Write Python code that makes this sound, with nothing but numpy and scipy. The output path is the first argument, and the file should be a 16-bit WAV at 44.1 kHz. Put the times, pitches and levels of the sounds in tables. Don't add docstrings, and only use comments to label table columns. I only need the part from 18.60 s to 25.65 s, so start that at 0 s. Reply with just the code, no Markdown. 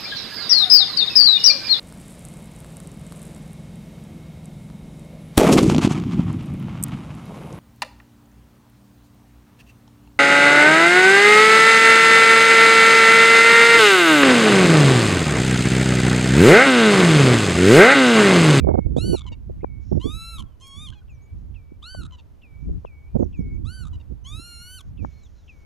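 import sys
import numpy as np
from scipy import signal
from scipy.fft import rfft, irfft, next_fast_len
from scipy.io import wavfile
from scipy.ndimage import uniform_filter1d

SR = 44100
rng = np.random.default_rng(int(sys.argv[2]) if len(sys.argv) > 2 else 0)


def output_pcm(signal):
    pcm = np.clip(np.atleast_2d(signal).T, -1, 1) * 32767
    wavfile.write(sys.argv[1], SR, np.round(pcm).astype(np.int16))


N = 310905


def gain_of(db):
    return 10 ** (np.asarray(db) / 20)


def evened(x):
    return x / np.sqrt(np.mean(x ** 2) + 1e-20)


def read(points, hz):
    f, db = np.transpose(points)
    return gain_of(np.interp(np.log(hz + 1), np.log(f), db))


def add(mix, start_s, sound):
    at = round(start_s * SR)
    sound = sound[max(-at, 0):]
    part = mix[max(at, 0):][:len(sound)]
    part += sound[:len(part)]


def noise(size, colour):
    n = next_fast_len(size + 2048)
    spectrum = rfft(rng.standard_normal(n)) * colour(np.fft.rfftfreq(n, 1 / SR))
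    return evened(irfft(spectrum, n)[:size])


def wander(size, hz):
    return noise(size, lambda f: np.exp(-(f / hz) ** 2))


def fade(t, rise_s, fall_s):
    return np.clip((t - t[0]) / rise_s, 0, 1) * np.clip((t[-1] - t) / fall_s, 0, 1)


def phase_of(hz):
    return 2 * np.pi * np.cumsum(hz) / SR


def spells(events, rise_s, sag_db, fall_s):
    out = np.zeros(N)
    for start_s, length_s, db in events:
        t = np.arange(0, length_s, 1 / SR)
        add(out, start_s, gain_of(db + sag_db * t / length_s) * fade(t, rise_s, fall_s))
    return out


def recorder_hiss(edge_s=0.017, sag_db=-5):
    # (frequency [Hz], relative density [dB])
    hiss_bands = [(1000, -27), (1400, 3.5), (2000, -1), (3600, -1.5), (4700, -3.5), (5700, 2.5),
                  (6900, 0.5), (7700, -19.5), (12000, -33.5)]
    # (start [s], length [s], level [dB])
    openings = [(1.2, 0.38, -73), (2.77, 0.069, -79), (3.99, .29, -80), (4.55, 0.34, -79),
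                (5.65, 0.67, -72.5), (6.41, 0.64, -69.5)]
    gain = spells(openings, edge_s, sag_db, edge_s) * gain_of(1.5 * wander(N, 30))
    return noise(N, lambda f: read(hiss_bands, f)) * gain


def marsh(air_db=-53, shared_hz=2200, shared_max=0.69):
    # (frequency [Hz], relative density [dB])
    air_colour = [(30, 1), (80, -2), (250, -10.5), (500, -19), (1000, -25), (1900, -34), (2700, -36),
                  (4200, -41), (6500, -43.5), (7800, -48), (15000, -47)]
    f = np.fft.rfftfreq(N, 1 / SR)
    z = rfft(rng.standard_normal((3, N)))
    shared_power = shared_max * f ** 2 / (f ** 2 + shared_hz ** 2)
    mixed = z[:2] * np.sqrt(1 - shared_power) + z[2] * np.sqrt(shared_power)
    air = evened(irfft(mixed * read(air_colour, f), N))
    swell_db = 0.8 * wander(N, 5)
    return air * gain_of(air_db + swell_db)


def port_wind(port, gust_rise_s=0.023, gust_sag_db=-3, gust_fall_s=0.044):
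    # (time [s], left strength [dB], right strength [dB])
    breeze_points = [(-0.0, -38, -27), (0.66, -39, -33), (1.33, -42, -32), (1.65, -39, -40),
                     (2.05, -56, -47), (2.54, -42, -39), (2.61, -49, -44), (3.11, -47, -40),
                     (3.49, -38, -42), (3.82, -56, -48), (4.05, -42, -31), (4.33, -47, -44),
                     (4.81, -33, -26), (5.56, -46, -37), (6.08, -47, -41), (6.74, -52, -46),
                     (6.95, -47, -48)]
    # (start [s], length [s], left strength [dB], right strength [dB])
    gust_events = [(-0.01, 0.25, -35, -16), (0.24, 0.34, -29, -19), (0.69, 0.08, -28, -39),
                   (0.86, 0.15, -34, -26), (1.31, 0.12, -42, -16), (1.43, 0.17, -46, -22),
                   (1.71, 0.17, -46, -28), (2.15, 0.24, -46, -31), (2.71, 0.26, -37, -30),
                   (3.36, 0.14, -40, -26), (4.04, 0.18, -26, -34), (4.53, 0.17, -42, -16),
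                   (4.77, 0.27, -30, -26), (5.3, 0.13, -35, -29), (5.48, 0.1, -46, -25),
                   (5.71, 0.14, -53, -28), (6.24, 0.18, -36, -33), (6.38, 0.13, -39, -24)]
    s, *breeze_db = np.transpose(breeze_points)
    breeze = gain_of(np.interp(np.arange(N) / SR, s, breeze_db[port]))
    port_gusts = [(start_s, length_s, db[port]) for start_s, length_s, *db in gust_events]
    gusts = spells(port_gusts, gust_rise_s, gust_sag_db, gust_fall_s)
    return 20 * np.log10(np.hypot(breeze, gusts))


def rumble(wind_db, edge_hz=230, edge_wind_db=-31.5, db_per_decade=44, lumps_db=3):
    # (frequency [Hz], relative density [dB])
    rumble_colour = [(8, -34), (22, -20), (40, -1), (70, 5), (95, -1.5), (125, -8.5), (200, -11.5),
                     (350, -14.5), (700, -34)]
    f, t, z = signal.stft(rng.standard_normal(N), SR, nperseg=2048, noverlap=1536)
    f = f[:, None]
    frame_db = np.interp(t * SR, np.arange(N), wind_db)
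    edge = edge_hz * 10 ** ((frame_db - edge_wind_db) / db_per_decade)
    z *= read(rumble_colour, f) / np.sqrt(1 + (f / edge) ** 6)
    x = signal.istft(z, SR, nperseg=2048, noverlap=1536)[1][:N]
    x /= np.sqrt(uniform_filter1d(x ** 2, size=2500) + 1e-20)
    return x * gain_of(wind_db) * evened(gain_of(lumps_db * wander(N, 11.8)))


def wind(rumble_db=0.42, leak_db=-9.0, leak_hz=190, spikes_db=4, eddy_low_hz=170):
    # (time [s], length [s], level [dB], corner [Hz], port [0 left, 1 right])
    buffets = [(0.041, 0.011, -17, 308, 1), (0.069, 0.057, -14, 460, 1), (0.139, 0.021, -14.5, 408, 1),
               (0.176, 0.019, -11.5, 443, 1), (0.26, 0.013, -28, 370, 1), (0.365, 0.026, -14.5, 377, 1),
               (0.44, 0.096, -19, 240, 1), (0.534, 0.023, -15, 374, 1), (0.653, 0.0093, -41, 585, 1),
               (0.711, 0.019, -38.5, 367, 1), (0.894, 0.018, -33.5, 366, 1), (1.031, 0.0081, -25.5, 320, 1),
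               (1.042, 0.0084, -19.5, 720, 0), (1.317, 0.017, -14, 298, 1), (1.353, 0.03, -18, 280, 1),
               (1.444, 0.037, -21.5, 274, 1), (3.118, 0.0075, -35.5, 272, 1),
               (3.346, 0.0087, -33.5, 746, 0), (3.401, 0.015, -44, 386, 1), (4.089, 0.018, -31.5, 310, 0),
               (4.247, 0.0064, -28, 610, 0), (4.548, 0.028, -15, 346, 1), (4.594, 0.027, -15, 306, 1),
               (4.621, 0.014, -14.5, 395, 1), (4.79, 0.032, -21, 181, 1), (5.506, 0.031, -35, 265, 1),
               (5.785, 0.026, -37.5, 213, 1), (6.424, .03, -31, 275, 1), (6.446, 0.0079, -26.5, 774, 0)]
    ports = np.array([gain_of(rumble_db) * rumble(port_wind(port)) for port in range(2)])
    for start_s, length_s, db, corner_hz, port in buffets:
        n = int((length_s + 0.0024) * SR)

        def colour(f):
            low_cut = f ** 2 / (f ** 2 + eddy_low_hz ** 2)
            return low_cut / (1 + (f / corner_hz) ** 2) / np.sqrt(1 + (f / corner_hz / 1.574) ** 7)

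        eddy = noise(n, colour) * gain_of(spikes_db * wander(n, 130))
        eddy *= signal.windows.tukey(n, min(0.0082 / length_s, 1))
        add(ports[int(port > 0.5)], start_s - 0.002, gain_of(db) * evened(eddy))
    ports = np.tanh(ports)
    f = np.fft.rfftfreq(N, 1 / SR)
    upper = irfft(rfft(ports) * f ** 4 / (f ** 4 + leak_hz ** 4), N)
    return ports - gain_of(leak_db) * upper[::-1]


def ticks(decay_s=0.00098):
    # (time [s], level before decay [dB])
    snaps = [(2.070, -41), (2.080, -42)]
    colour = [(3000, -32), (5000, 5), (15000, -2)]  # (frequency [Hz], gain [dB])
    out = np.zeros(N)
    t = np.arange(300) / SR
    for start_s, db in snaps:
        burst = noise(len(t), lambda f: read(colour, f))
        add(out, start_s, gain_of(db) * burst * np.exp(-t / decay_s))
    return out


def bent_tones(events, buzz=0.056):
    out = np.zeros(N)
    for start_s, length_s, first_hz, middle_hz, last_hz, db, rough in events:
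        t = np.arange(0, length_s, 1 / SR)
        bend = np.polyfit([0, 0.5, 1], [first_hz, middle_hz, last_hz], 2)
        hz = np.polyval(bend, t / length_s)
        phase = phase_of(hz * (1 + buzz * rough * wander(len(t), 700)))
        tone = np.sin(phase) * gain_of(3.8 * wander(len(t), 70)) * fade(t, length_s / 4, length_s / 4)
        add(out, start_s, gain_of(db) * evened(tone))
    return out


def knocks():
    # (time [s], length [s], first [Hz], middle [Hz], last [Hz], level [dB], roughness [0-1])
    low_knocks = [(1.005, 0.024, 2070, 2230, 2500, -64, 0.8), (1.213, .2, 5220, 5530, 5430, -73, 0.74),
                  (1.85, 0.11, 3350, 3132, 2900, -76.5, 0.15), (2.493, 0.094, 7500, 6230, 5400, -76, 0.3),
                  (2.608, 0.07, 5900, 6750, 6300, -73, 0.1), (4.438, .18, 2370, 2420, 2370, -78, 0.06),
                  (4.579, 0.079, 7200, 6400, 5630, -71.5, 0.74), (4.752, 0.08, 7200, 6200, 5030, -76.5, .7),
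                  (4.932, 0.04, 7200, 6660, 5900, -80, .7), (5.637, 0.081, 5920, 6670, 6320, -55.5, 0.15),
                  (5.84, 0.071, 8000, 6330, 5000, -68, 0.7), (5.96, .1, 5900, 6500, 6600, -71, 0.4),
                  (6.5, 0.16, 4030, 4260, 3930, -74, 0.13), (6.622, .06, 4100, 3700, 3100, -67.5, .1),
                  (6.623, 0.06, 7550, 6550, 5100, -70.5, 0.7), (6.743, 0.11, 4200, 3970, 3220, -76.5, 0.5),
                  (2.319, 0.017, 1460, 1590, 1620, -57.5, 0.9), (2.412, 0.016, 1450, 1470, 1450, -67, .5)][-2:]
    return bent_tones(low_knocks)


def small_birds():
    # (time [s], length [s], first [Hz], middle [Hz], last [Hz], level [dB], roughness [0-1])
    chirps = [(1.005, 0.024, 2070, 2230, 2500, -64, 0.8), (1.213, .2, 5220, 5530, 5430, -73, 0.74),
              (1.85, 0.11, 3350, 3132, 2900, -76.5, 0.15), (2.493, 0.094, 7500, 6230, 5400, -76, 0.3),
              (2.608, 0.07, 5900, 6750, 6300, -73, 0.1), (4.438, .18, 2370, 2420, 2370, -78, 0.06),
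              (4.579, 0.079, 7200, 6400, 5630, -71.5, 0.74), (4.752, 0.08, 7200, 6200, 5030, -76.5, .7),
              (4.932, 0.04, 7200, 6660, 5900, -80, .7), (5.637, 0.081, 5920, 6670, 6320, -55.5, 0.15),
              (5.84, 0.071, 8000, 6330, 5000, -68, 0.7), (5.96, .1, 5900, 6500, 6600, -71, 0.4),
              (6.5, 0.16, 4030, 4260, 3930, -74, 0.13), (6.622, .06, 4100, 3700, 3100, -67.5, .1),
              (6.623, 0.06, 7550, 6550, 5100, -70.5, 0.7), (6.743, 0.11, 4200, 3970, 3220, -76.5, 0.5),
              (2.319, 0.017, 1460, 1590, 1620, -57.5, 0.9), (2.412, 0.016, 1450, 1470, 1450, -67, .5)][:-2]
    return bent_tones(chirps)


def wader(slur_hz=560, slur_s=0.026, head_s=0.022, lift_hz=55, octave_db=-26, flick_s=0.01,
          flick_hz_per_s=110000):
    # (time [s], length [s], held pitch [Hz], head level [dB], held level [dB])
    whistles = [(-.005, 0.27, 2176, -57.5, -59.5), (0.527, 0.23, 2200, -55, -63.5),
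                (1.018, 0.23, 2213, -70, -64.5), (1.509, 0.31, 2243, -58, -67),
                (2.018, 0.22, 2220, -68, -67.5), (2.49, .25, 2260, -61, -69.5),
                (2.954, 0.21, 2266, -55, -72), (3.829, 0.23, 2270, -51.5, -66),
                (4.264, 0.227, 2238, -52, -62.5), (4.738, 0.24, 2204, -55, -61),
                (5.848, .27, 2190, -74, -68), (6.385, 0.26, 2223, -52.5, -68.5),
                (6.889, 0.25, 2220, -48, -68)]
    # (lead [s], first pitch [Hz], peak against the head level [dB])
    flicks = [(.015, 2460, -8), (0.0097, 2050, -6)]
    out = np.zeros(N)
    for start_s, length_s, held_hz, head_db, held_db in whistles:
        t = np.arange(0, length_s, 1 / SR)
        hz = held_hz + slur_hz * np.exp(-t / slur_s) + lift_hz * (t / length_s) ** 6
        phase = phase_of(hz + 5 * wander(len(t), 80))
        head = np.exp(-(t / head_s) ** 2 / 2)
        db = held_db + (head_db - held_db) * head + 1.9 * wander(len(t), 27)
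        tone = np.sin(phase) + gain_of(octave_db) * head * np.sin(2 * phase)
        add(out, start_s, np.sqrt(2) * gain_of(db) * tone * fade(t, 0.0061, 0.004))
        t = np.arange(0, flick_s, 1 / SR)
        for lead_s, first_hz, flick_db in flicks:
            phase = phase_of(first_hz + flick_hz_per_s * t + 100 * wander(len(t), 700))
            flick = np.sin(phase) * fade(t, 0.0052, 0.0007)
            add(out, start_s - lead_s, gain_of(head_db + flick_db) * flick)
    return out


def syrinx(rows, reach_hz, throat_length=1, waver=0.0027, jitter=0.044, rattle_hz=150, rattle_db=8, rasp_db=-6,
           wheeze_db=-35, shimmer_db=1.4, voice_db=-0.5, dulling=0.52):
    # (frequency [Hz], gain [dB])
    throat = [(1000, -16.5), (2100, -5), (2800, 2.5), (3400, 9.5), (4000, 0), (4550, 0), (4950, -13.5),
              (5800, -7.5), (7400, -7), (8700, -15), (10600, -3), (11900, -6.5), (12700, -11.5),
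              (15300, -14)]
    # (multiple of the pitch, gain [dB])
    overtone_gains = [(2, -2), (3, 8.5), (4, 1.5), (5, 3), (6, 4), (8, 1.5), (14, -21.5)]
    s, *columns = np.transpose(rows)
    t = np.arange(s.min(), s.max(), 1 / SR)
    n = len(t)
    hz, body_db, first_db, treble_db, rough = (np.interp(t, s, c) for c in columns)
    rough = np.clip(rough, 0, 1)
    hz = uniform_filter1d(hz, size=250, mode="nearest")
    reach = reach_hz * (hz / hz.max()) ** dulling
    hz = hz * (1 + waver * wander(n, 130) + jitter * rough * wander(n, 450))
    phase = phase_of(hz)

    k = np.arange(2, 15)[:, None]
    weight = read(throat, k * hz * throat_length) * gain_of(np.interp(k, *np.transpose(overtone_gains)))
    weight /= 1 + (k * hz / reach) ** 40
    high = np.clip((k * hz - 4700) / 600, 0, 1)
    body = weight * (1 - high)
    treble = weight * high
    body /= np.linalg.norm(body, axis=0)
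    treble /= np.linalg.norm(treble, axis=0)
    shimmer = gain_of(shimmer_db * np.array([wander(n, 25) for _ in k]))
    overtones = (body * gain_of(body_db) + treble * gain_of(treble_db)) * shimmer * np.cos(k * phase)
    fundamental = gain_of(first_db + shimmer_db * wander(n, 55)) * np.cos(phase)
    tone = np.sqrt(2) * (overtones.sum(0) + fundamental)

    def hiss_colour(f):
        low_cut = f ** 2 / (f ** 2 + 5500 ** 2)
        return read(throat, f) ** 1.3 * low_cut / (1 + (f / reach.min()) ** 20)

    hiss = noise(n, hiss_colour) * gain_of(treble_db + 4.5)
    hiss *= gain_of(wheeze_db) + gain_of(rasp_db) * rough
    stutter = gain_of(rattle_db * rough * (np.tanh(2 * wander(n, rattle_hz)) - 0.32))
    return s.min(), gain_of(voice_db) * (tone + hiss) * stutter * fade(t, 0.001, 0.001)


def cry(pitch, scratch_s, rattle_s, db, swell_db, first_db, treble_db, reach_hz, throat_length):
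    attack_s, attack_db, release_db_per_s = 0.009, -26, -160
    first_share, treble_share = 0.7, 0.35
    treble_db_per_octave = 19.5
    scratch_rough, rattle_rough, break_s, glide_s = 0.9, 0.95, 0.014, 0.0037
    start_s, end_s = pitch[0][0], pitch[-1][0]
    t = np.arange(0, end_s - start_s, 1 / SR)
    clear_s = end_s - start_s - rattle_s
    hz = np.interp(start_s + t, *np.transpose(pitch))
    hz = uniform_filter1d(hz, size=round(glide_s * SR) + 1, mode="nearest")
    along = np.minimum(t / clear_s, 1)
    broken_s = np.maximum(t - clear_s, 0)
    effort_db = attack_db * np.exp(-t / attack_s) + release_db_per_s * broken_s
    body_db = db + effort_db + swell_db * (along - 0.5)
    low_db = first_db + first_share * effort_db
    bright_db = treble_db + treble_share * effort_db + treble_db_per_octave * np.log2(hz / hz.max())
    rough = scratch_rough * np.maximum(1 - t / scratch_s, 0) + rattle_rough * np.minimum(broken_s / break_s, 1)
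    rows = np.transpose([start_s + t, hz, body_db, low_db, bright_db, rough])
    return syrinx(rows, reach_hz, throat_length)


def lapwing(croak_reach_hz=8200):
    # (scratch [s], rattle [s], body [dB], swell [dB],
    # fundamental [dB], treble [dB], overtone reach [Hz], throat length [factor])
    voices = [(0.049, 0.037, -39, -4, -56, -46.5, 11700, 0.99),
              (0.037, 0.059, -42, -1, -48.5, -51, 14000, 1),
              (0.022, .033, -46.5, 8.5, -57.5, -54.5, 12500, 1.04),
              (0.038, 0.051, -46, -10.5, -50, -57.5, 11800, 0.973),
              (0.025, 0.051, -50, -7, -52, -57, 11900, 0.994),
              (0.019, .025, -46, -4, -54.5, -49, 18000, 1.06)]
    # (time [s], pitch [Hz])
    cry_pitches = [
        [(0.362, 1124), (0.368, 1121), (0.384, 1245), (0.426, 1415), (0.462, 1499), (0.516, 1488),
         (0.544, 1455), (0.56, 1402), (0.578, 1208), (0.602, 1218)],
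        [(1.398, 936), (1.448, 1102), (1.524, 1254), (1.572, 1318), (1.71, 1356), (1.748, 1329), (1.772, 1268),
         (1.784, 1137), (1.818, 1043), (1.826, 1046)],
        [(2.0, 988), (2.018, 1059), (2.08, 1096), (2.126, 1094), (2.164, 1118), (2.224, 1230), (2.25, 1222),
         (2.26, 1197), (2.274, 1074), (2.286, 1030), (2.305, 1095)],
        [(3.22, 1003), (3.228, 1126), (3.236, 1215), (3.272, 1429), (3.308, 1521), (3.348, 1532), (3.398, 1444),
         (3.412, 1403), (3.422, 1305), (3.468, 1274)],
        [(5.046, 1027), (5.07, 1278), (5.104, 1440), (5.134, 1517), (5.15, 1533), (5.18, 1523), (5.212, 1469),
         (5.226, 1424), (5.264, 1223), (5.285, 1260)],
        [(5.641, 961), (5.679, 1116), (5.759, 1280), (5.821, 1377), (5.869, 1413), (5.983, 1391), (6.159, 1532),
         (6.175, 1496), (6.187, 1399), (6.203, 1116), (6.218, 1089)],
    ]
    # (time [s], length [s], first pitch [Hz], reference level [dB], roughness [0-1])
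    croaks = [(0.606, 0.0091, 1156, -47, .9), (0.616, 0.0047, 1190, -43, 0.6),
              (0.634, 0.0079, 1140, -56, .9), (0.642, 0.0055, 1150, -49.5, .4),
              (0.665, 0.026, 1030, -40.5, 0.42), (0.718, 0.028, 958, -45.5, 0.4),
              (2.3, .052, 1064, -57.5, 0.94), (2.35, 0.058, 850, -60, 0.1), (3.507, .007, 1070, -55.5, .5),
              (3.522, 0.038, 1032, -48.5, 0.33), (3.571, 0.044, 954, -59.5, 0.9),
              (5.316, 0.0071, 1100, -62, 0.7), (5.331, 0.019, 1014, -51.5, 0.1),
              (5.352, 0.01, 1010, -54.5, 0.14), (5.399, 0.022, 953, -59, 0.34)]
    out = np.zeros(N)
    for pitch, voice in zip(cry_pitches, voices):
        add(out, *cry(pitch, *voice))
    for start_s, length_s, hz, db, rough in croaks:
        start = (start_s, hz, db - 5.5, db - 8.0, db - 20.5, rough)
        held = (start_s + 0.69 * length_s, hz * 0.962, db - 0.5, db - 8.5, db - 19.0, rough)
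        end = (start_s + length_s, hz * 0.94, db - 11, db - 20, db - 26, rough)
        add(out, *syrinx([start, held, end], croak_reach_hz))
    return out


def scatter(x, t60_s=0.42):
    # (frequency [Hz], gain [dB])
    colour = [(900, 5.0), (1350, 10.0), (2200, -3.0), (3500, -20.5), (6000, -23), (12000, -43.5)]
    t = np.arange(SR // 2) / SR
    tails = np.array([noise(len(t), lambda f: read(colour, f)) for _ in range(2)])
    tails *= gain_of(-60 * t / t60_s) * np.minimum(t / 0.01, 1)
    return signal.fftconvolve(x[None], tails / np.linalg.norm(tails[0]), axes=1)[:, :N]


def reeds(x, decay_s=0.014, level_db=-19):
    t = np.arange(0, 0.08, 1 / SR)
    taps = rng.standard_normal((2, len(t))) * np.exp(-t / decay_s) * np.minimum(t / 0.0035, 1)
    return gain_of(level_db) * signal.fftconvolve(x[None], taps / np.linalg.norm(taps[0]), axes=1)[:, :N]


def scene(left_lead_s=2e-6):
    background = recorder_hiss() + marsh() + wind() + ticks()
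    others = knocks() + small_birds() + wader()
    near = lapwing()
    echoes = scatter(gain_of(-23.5) * near + gain_of(-20.5) * others)
    turn = np.exp(1j * np.pi * np.fft.rfftfreq(N, 1 / SR) * left_lead_s)
    direct = irfft(rfft(near + others) * np.array([turn, 1 / turn]), N)
    return background + echoes + reeds(near + others) + direct


def record(dry, edge_hz=15500):
    low_pass = signal.firwin(511, edge_hz, window=("kaiser", 9), fs=SR)
    return signal.oaconvolve(dry, low_pass[None], "same")


dry = scene()
out = record(dry)
output_pcm(out)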